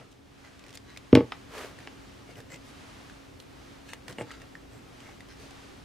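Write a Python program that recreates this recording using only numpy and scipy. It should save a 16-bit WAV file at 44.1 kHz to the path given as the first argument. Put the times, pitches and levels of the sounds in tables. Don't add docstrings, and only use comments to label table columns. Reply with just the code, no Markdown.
import sys
import numpy as np
from scipy import signal
from scipy.fft import rfft, irfft, next_fast_len
from scipy.io import wavfile
from scipy.ndimage import map_coordinates

SR = 44100
rng = np.random.default_rng(int(sys.argv[2]) if len(sys.argv) > 2 else 0)


def store_wav(level_fs):
    pcm = np.round(np.clip(np.atleast_2d(level_fs), -1, 1) * 32767)
    wavfile.write(sys.argv[1], SR, pcm.T.astype(np.int16))


N = 257544


def amp(db):
    return 10 ** (np.asarray(db) / 20)


def unit(x):
    return x / np.sqrt(np.mean(x ** 2) + 1e-20)


def along(points, hz):
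    f, v = np.transpose(points)
    return np.interp(np.log(hz + 1), np.log(f + 1), v)


def wobble(rate):
    knots = rng.standard_normal(int(N * rate / SR) + 4)
    return map_coordinates(knots, [np.arange(N) * rate / SR])


def filtered(x, response):
    size = x.shape[-1]
    m = next_fast_len(size + 8192)
    return irfft(rfft(x, m) * response(np.fft.rfftfreq(m, 1 / SR)), m)[..., :size]


def coloured(x, spectrum):
    return unit(filtered(x, lambda hz: amp(along(spectrum, hz))))


# f/Hz, left-right likeness [0-1]
TABLE_LIKENESS = [(100, .995), (300, .985), (600, .96), (1200, .87), (2500, .77), (5000, .55), (10000, .2)]


def spread(pair, likeness=TABLE_LIKENESS):
    def mid_side_gains(hz):
        turn = np.arccos(np.clip(along(likeness, hz), -1, 1)) / 2
        return np.array([np.cos(turn), np.sin(turn)])

    mid, side = filtered(pair, mid_side_gains)
    return np.array([mid + side, mid - side])


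def add(track, s, sound):
    part = track[..., max(round(s * SR), 0):][..., :sound.shape[-1]]
    part += sound[..., :part.shape[-1]]


def grains(size, rate, scatter_db, smooth):
    strengths = amp(scatter_db * np.clip(rng.standard_normal(size), -2, 2))
    slips = (rng.random(size) < rate / SR) * strengths
    rough = unit(slips * rng.standard_normal((2, size)))
    return unit(rough + smooth * rng.standard_normal((2, size)))


# f/Hz, level/dB per Hz
RUMBLE_COLOUR = [(15, -27), (38, -9), (60, -2), (115, -2.5), (175, -6.5), (250, -3), (310, -4.5),
                 (380, -5.5), (600, -12.5), (900, -17), (1400, -41)]
# f/Hz, level/dB per Hz
HISS_COLOUR = [(410, -9), (700, -2), (957, -3), (1150, -1), (1450, -3), (3300, -8), (5860, -13.5),
               (10700, -23.5), (14400, -35.5), (15800, -56)]
# f/Hz, level/dB against the rumble
HUM_TONES = [(54, -14.5), (120, -14), (274.5, -9)]
# f/Hz, left-right likeness [-1 to 1]
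AIR_LIKENESS = [(60, 1), (130, 0.62), (290, -0.26), (640, -0.1), (1410, 0.15), (3100, 0.48), (6820, 0.63),
                (15000, 0.33)]
RUMBLE_DB, HISS_DB = -51.5, -55
AIR_LOW_DB, AIR_RISE_S = -5, (0.18, 1.47)


def room_tone(flutter_db=1.82):
    t = np.arange(N) / SR

    def waver():
        return 0.3 * wobble(4)

    hum = sum(amp(db + 2 * waver()) * np.sqrt(2) * np.sin(2 * np.pi * hz * t + waver())
              for hz, db in HUM_TONES)
    rumble = spread(coloured(rng.standard_normal((2, N)), RUMBLE_COLOUR), AIR_LIKENESS) + hum
    hiss = spread(coloured(rng.standard_normal((2, N)), HISS_COLOUR), AIR_LIKENESS)
    hiss_gain = amp(HISS_DB + flutter_db * wobble(5.13))
    rise_db = np.interp(t, AIR_RISE_S, [AIR_LOW_DB, 0])
    return amp(rise_db) * (amp(RUMBLE_DB) * rumble + hiss_gain * hiss)


# f/Hz, t60/s
ROOM_DECAY = [(100, 0.17), (400, 0.16), (2000, 0.19), (6000, 0.15), (14000, 0.4)]


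def room(x, delay=0.006):
    hz, t, z = signal.stft(rng.standard_normal((2, SR // 2)), SR, nperseg=256)
    decay = amp(-60 * t / along(ROOM_DECAY, hz)[:, None])
    tail = spread(signal.istft(z * decay, SR, nperseg=256)[1])
    late = np.pad(x, (round(delay * SR), 0))
    return signal.fftconvolve(late[None], tail / np.linalg.norm(tail[0]), axes=1)[:, :N]


# f/Hz, level/dB per Hz
COVER_COLOUR = [(120, -48), (200, -12), (345, -10), (407, -1), (454, -4), (607, -6), (798, -12.5),
                (1170, -9), (1680, -12), (1950, -13), (11400, -30), (15500, -38)]
SLIDE_S, SLIDE_DB = 1.595, -39.5
SLIDE_RISE_S, SLIDE_FALL_S, SLIDE_ROUND = 0.071, 0.095, 2


def book():
    t = np.arange(N) / SR - SLIDE_S
    speed = np.exp(-np.abs(t / np.where(t < 0, SLIDE_RISE_S, SLIDE_FALL_S)) ** SLIDE_ROUND)
    drag = coloured(grains(N, rate=2600, scatter_db=0.5, smooth=1.0), COVER_COLOUR)
    return amp(SLIDE_DB) * speed * spread(drag)


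FACET_HZ, FACET_OCTAVES = 2800, 0.28


def facet():
    return FACET_HZ * 2 ** (FACET_OCTAVES * np.clip(rng.standard_normal(), -2, 2))


# middle t/s, half length t/s, crinkle level/dB,
# brightness [dB per octave], page rub level/dB
FINGER_STROKES = [(.01, 0.057, -61, -6, -52.5), (.12, 0.013, -60, 7, -83), (.462, 0.041, -56.5, -3.5, -82),
                  (.68, 0.093, -62.5, -1.5, -59.5), (0.754, 0.0074, -49.5, 9, -53),
                  (0.909, .06, -56, -3, -74), (1.82, 0.097, -59.5, -.5, -55),
                  (2.305, 0.035, -56.5, 1, -51.5), (2.386, 0.034, -57, 3.5, -47.5),
                  (2.534, 0.039, -48.5, 2.5, -49), (2.684, 0.044, -58, 1, -72), (3.412, 0.03, -65, 10, -68),
                  (3.906, 0.058, -52.5, 2, -57), (4.104, .033, -52.5, 5, -43),
                  (4.205, 0.029, -52.5, 5, -40.5), (4.324, 0.066, -50.5, -2, -59),
                  (4.426, .028, -55, -5.5, -61), (4.752, 0.063, -62, 3, -56), (5.075, 0.082, -57.5, 0, -59),
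                  (5.315, 0.039, -55, -1.5, -75), (5.427, 0.062, -56, 1.5, -54.5)]
# f/Hz, level/dB per Hz
FOIL_COLOUR = [(300, -23), (900, -5.5), (1700, 4), (3200, -3.5), (5500, -3.5), (9000, -11.5), (15000, -23)]
# f/Hz, level/dB per Hz
PAGE_COLOUR = [(50, -26), (110, 9), (280, -4), (420, 3.5), (620, 2.5), (900, -9.5), (2000, -9), (6000, -54)]


def strokes(facet_db=4, ripple_db=5.9):
    out, t = np.zeros((2, N)), np.arange(SR // 2) / SR
    hz = np.geomspace(100, 16000, 70)
    for s, length, crinkle_db, bright_db, rub_db in FINGER_STROKES:
        start = max(s - 2 * length, 0)
        pressure = np.exp(-2 * np.abs((t + start - s) / length) ** 2.6)
        octaves = np.log2(hz / facet())
        facets = facet_db * np.exp(-10 * octaves ** 2) + ripple_db * rng.standard_normal(len(hz))
        colour = np.column_stack([hz, along(FOIL_COLOUR, hz) + bright_db * octaves + facets])
        crinkle = coloured(grains(len(t), rate=1600, scatter_db=3, smooth=0.7), colour)
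        rub = coloured(rng.standard_normal((2, len(t))), PAGE_COLOUR)
        add(out, start, pressure * (amp(crinkle_db) * crinkle + amp(rub_db) * rub))
    return spread(out)


# f/Hz, level/dB
CRACK_COLOUR = [(300, 3), (1500, 1), (3200, 4), (5500, 0.5), (9000, -4.5), (15000, -18)]
RING_CYCLES, CRACK_T60 = 30, 0.026


def snaps(rows):
    out, t = np.zeros((2, N)), np.arange(SR // 20) / SR
    for s, db, hz, crack_db in rows:
        ring = np.sin(2 * np.pi * hz * t) * amp(-60 * t * hz / RING_CYCLES)
        crack = spread(coloured(rng.standard_normal((2, len(t))), CRACK_COLOUR))
        crack = crack * amp(-60 * t / CRACK_T60)
        add(out, s, amp(db) * (ring + amp(crack_db) * crack))
    return out


def creases(count=2, over_db=7, scatter_db=2.5, crack_db=-5):
    return [(s + length * rng.uniform(-1, 1),
             crinkle_db + over_db + scatter_db * rng.standard_normal(), facet(), crack_db)
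            for s, length, crinkle_db, _, _ in FINGER_STROKES for _ in range(count)]


PEEL_START_S, PEEL_LENGTH_S, PEEL_EASE = 0.5875, 0.161, 0.56
PEEL_DB, PEEL_CRACK_DB, PEEL_SHARPENS_DB = -48.5, -2, 4


def peel(count=9, jitter_s=0.003):
    return [(PEEL_START_S + PEEL_LENGTH_S * done ** PEEL_EASE + jitter_s * rng.standard_normal(),
             PEEL_DB, facet(), PEEL_CRACK_DB + PEEL_SHARPENS_DB * done)
            for done in np.linspace(0, 1, count)]


# f/Hz, width f/Hz, level/dB
HARD_RESONANCES = [(770, 153, 17.5), (1280, 123, 20), (1600, 770, 17.5), (2200, 474, 22.5), (2730, 790, 17),
                   (3300, 480, -13), (4900, 900, 3.5), (5480, 380, 9), (9300, 830, -22)]


def clack(edge_hz, chatter_share=0.83, chatter_t60=0.024, bending=0.0525):
    t = np.arange(SR // 20) / SR
    shell = sum((-1) ** k * amp(db) * width * np.exp(-np.pi * width * t) * np.cos(2 * np.pi * hz * t)
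                for k, (hz, width, db) in enumerate(HARD_RESONANCES))
    chatter = rng.standard_normal(len(t)) * amp(-60 * t / chatter_t60)
    contact = (t == 0) + chatter_share * chatter / np.linalg.norm(chatter)
    ring = signal.fftconvolve(shell, contact)
    ring = filtered(ring, lambda hz: np.exp(-2j * np.pi * bending * np.sqrt(hz)))
    ring = signal.sosfilt(signal.butter(4, min(edge_hz, SR / 3), fs=SR, output="sos"), ring)
    return ring / np.linalg.norm(ring)


# t/s, thud level/dB, hard clack level/dB, clack upper edge f/Hz
TABLE_BLOWS = [(1.1275, 5, -7, 4700), (1.152, -7, 5, 12900), (1.1707, -2, -6.5, 2940),
               (1.205, -16.5, -15.5, 3000), (1.224, -17, -37.5, 2000), (1.3203, -51, -8, 4650),
               (1.873, -41, -16, 7100), (4.1837, -29.5, -14, 4400), (4.2088, -25, -15.5, 2800),
               (4.2144, -29, -26.5, 9000)]
# f/Hz, level/dB, t60/s
TABLE_MODES = [(57, -39, 0.13), (93, -17, 0.067), (124.8, -16.5, 0.18), (267, -2, 0.042),
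               (450.4, -1.5, 0.04), (606, -8.5, 0.05), (865, -7.5, 0.043), (1120, -12, 0.092)]
CONTACT_MS, CONTACT_SOFTENS = 1.077, 0.35


def blows(bass_hz=55):
    thuds, clacks, t = np.zeros(N), np.zeros(N), np.arange(SR // 2) / SR
    for s, thud_db, clack_db, edge_hz in TABLE_BLOWS:
        top = sum((-1) ** k * amp(db + rng.normal(0, 0.52) - 60 * t / t60) * np.sin(2 * np.pi * hz * t)
                  for k, (hz, db, t60) in enumerate(TABLE_MODES))
        contact_ms = CONTACT_MS * amp(thud_db - clack_db) ** CONTACT_SOFTENS
        push = np.exp(-2 * (2 * t / (contact_ms / 1000) - 2) ** 2)
        thud = signal.fftconvolve(top, push / push.sum())[:len(t)]
        add(thuds, s, amp(thud_db) * thud)
        add(clacks, s, amp(clack_db) * clack(edge_hz))
    return signal.sosfilt(signal.butter(2, bass_hz, "high", fs=SR, output="sos"), thuds) + clacks


# t/s, ring level/dB, ring f/Hz,
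# crack level/dB against the ring
CLEAR_SNAPS = [(.7734, -36, 4900, -5), (.9632, -37, 2200, -16), (.9732, -36, 2500, -2),
               (1.322, -30.5, 1280, -18), (1.788, -38, 1830, -11), (2.3564, -43, 3000, -8),
               (2.4035, -42.5, 1780, -4.5), (2.5022, -44, 1840, -10), (3.098, -41, 1600, -9.5),
               (3.401, -41, 4200, -2), (3.934, -32, 2020, -3), (4.0815, -37.5, 1820, 0.5),
               (4.098, -48, 1510, 3), (4.3068, -33, 1950, -24), (4.3143, -38.5, 1250, -5.5),
               (4.4179, -40.5, 1830, -7), (4.5532, -31.5, 1820, -24), (5.09, -44.5, 815, -17),
               (5.2061, -38, 1990, -9), (5.508, -44, 770, -2.5)]
LEAD_S = 3e-5


def scene():
    knocks, ticks = blows(), snaps(CLEAR_SNAPS + peel() + creases())
    # f/Hz, level/dB
    scattered = [(120, -28), (250, -4.5), (600, -4), (850, -2.5), (2000, -10.5), (5500, -5.5), (8000, -17.5)]
    walls = filtered(knocks, lambda hz: amp(along(scattered, hz)))
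    near = filtered(knocks, lambda hz: np.exp(np.array([[1j], [-1j]]) * np.pi * hz * LEAD_S))
    near = near * amp(np.array([[1], [-1]]) * 0.13)
    reverberant = room(walls + amp(-11.5) * ticks.mean(axis=0))
    return near + ticks + reverberant + strokes() + book() + room_tone()


TOP_HZ = 15600


def record(dry):
    held = dry / (1 + np.abs(dry) ** 8) ** (1 / 8)
    return filtered(held, lambda hz: 1 / (1 + (hz / TOP_HZ) ** 120))


dry = scene()
out = record(dry)
store_wav(out)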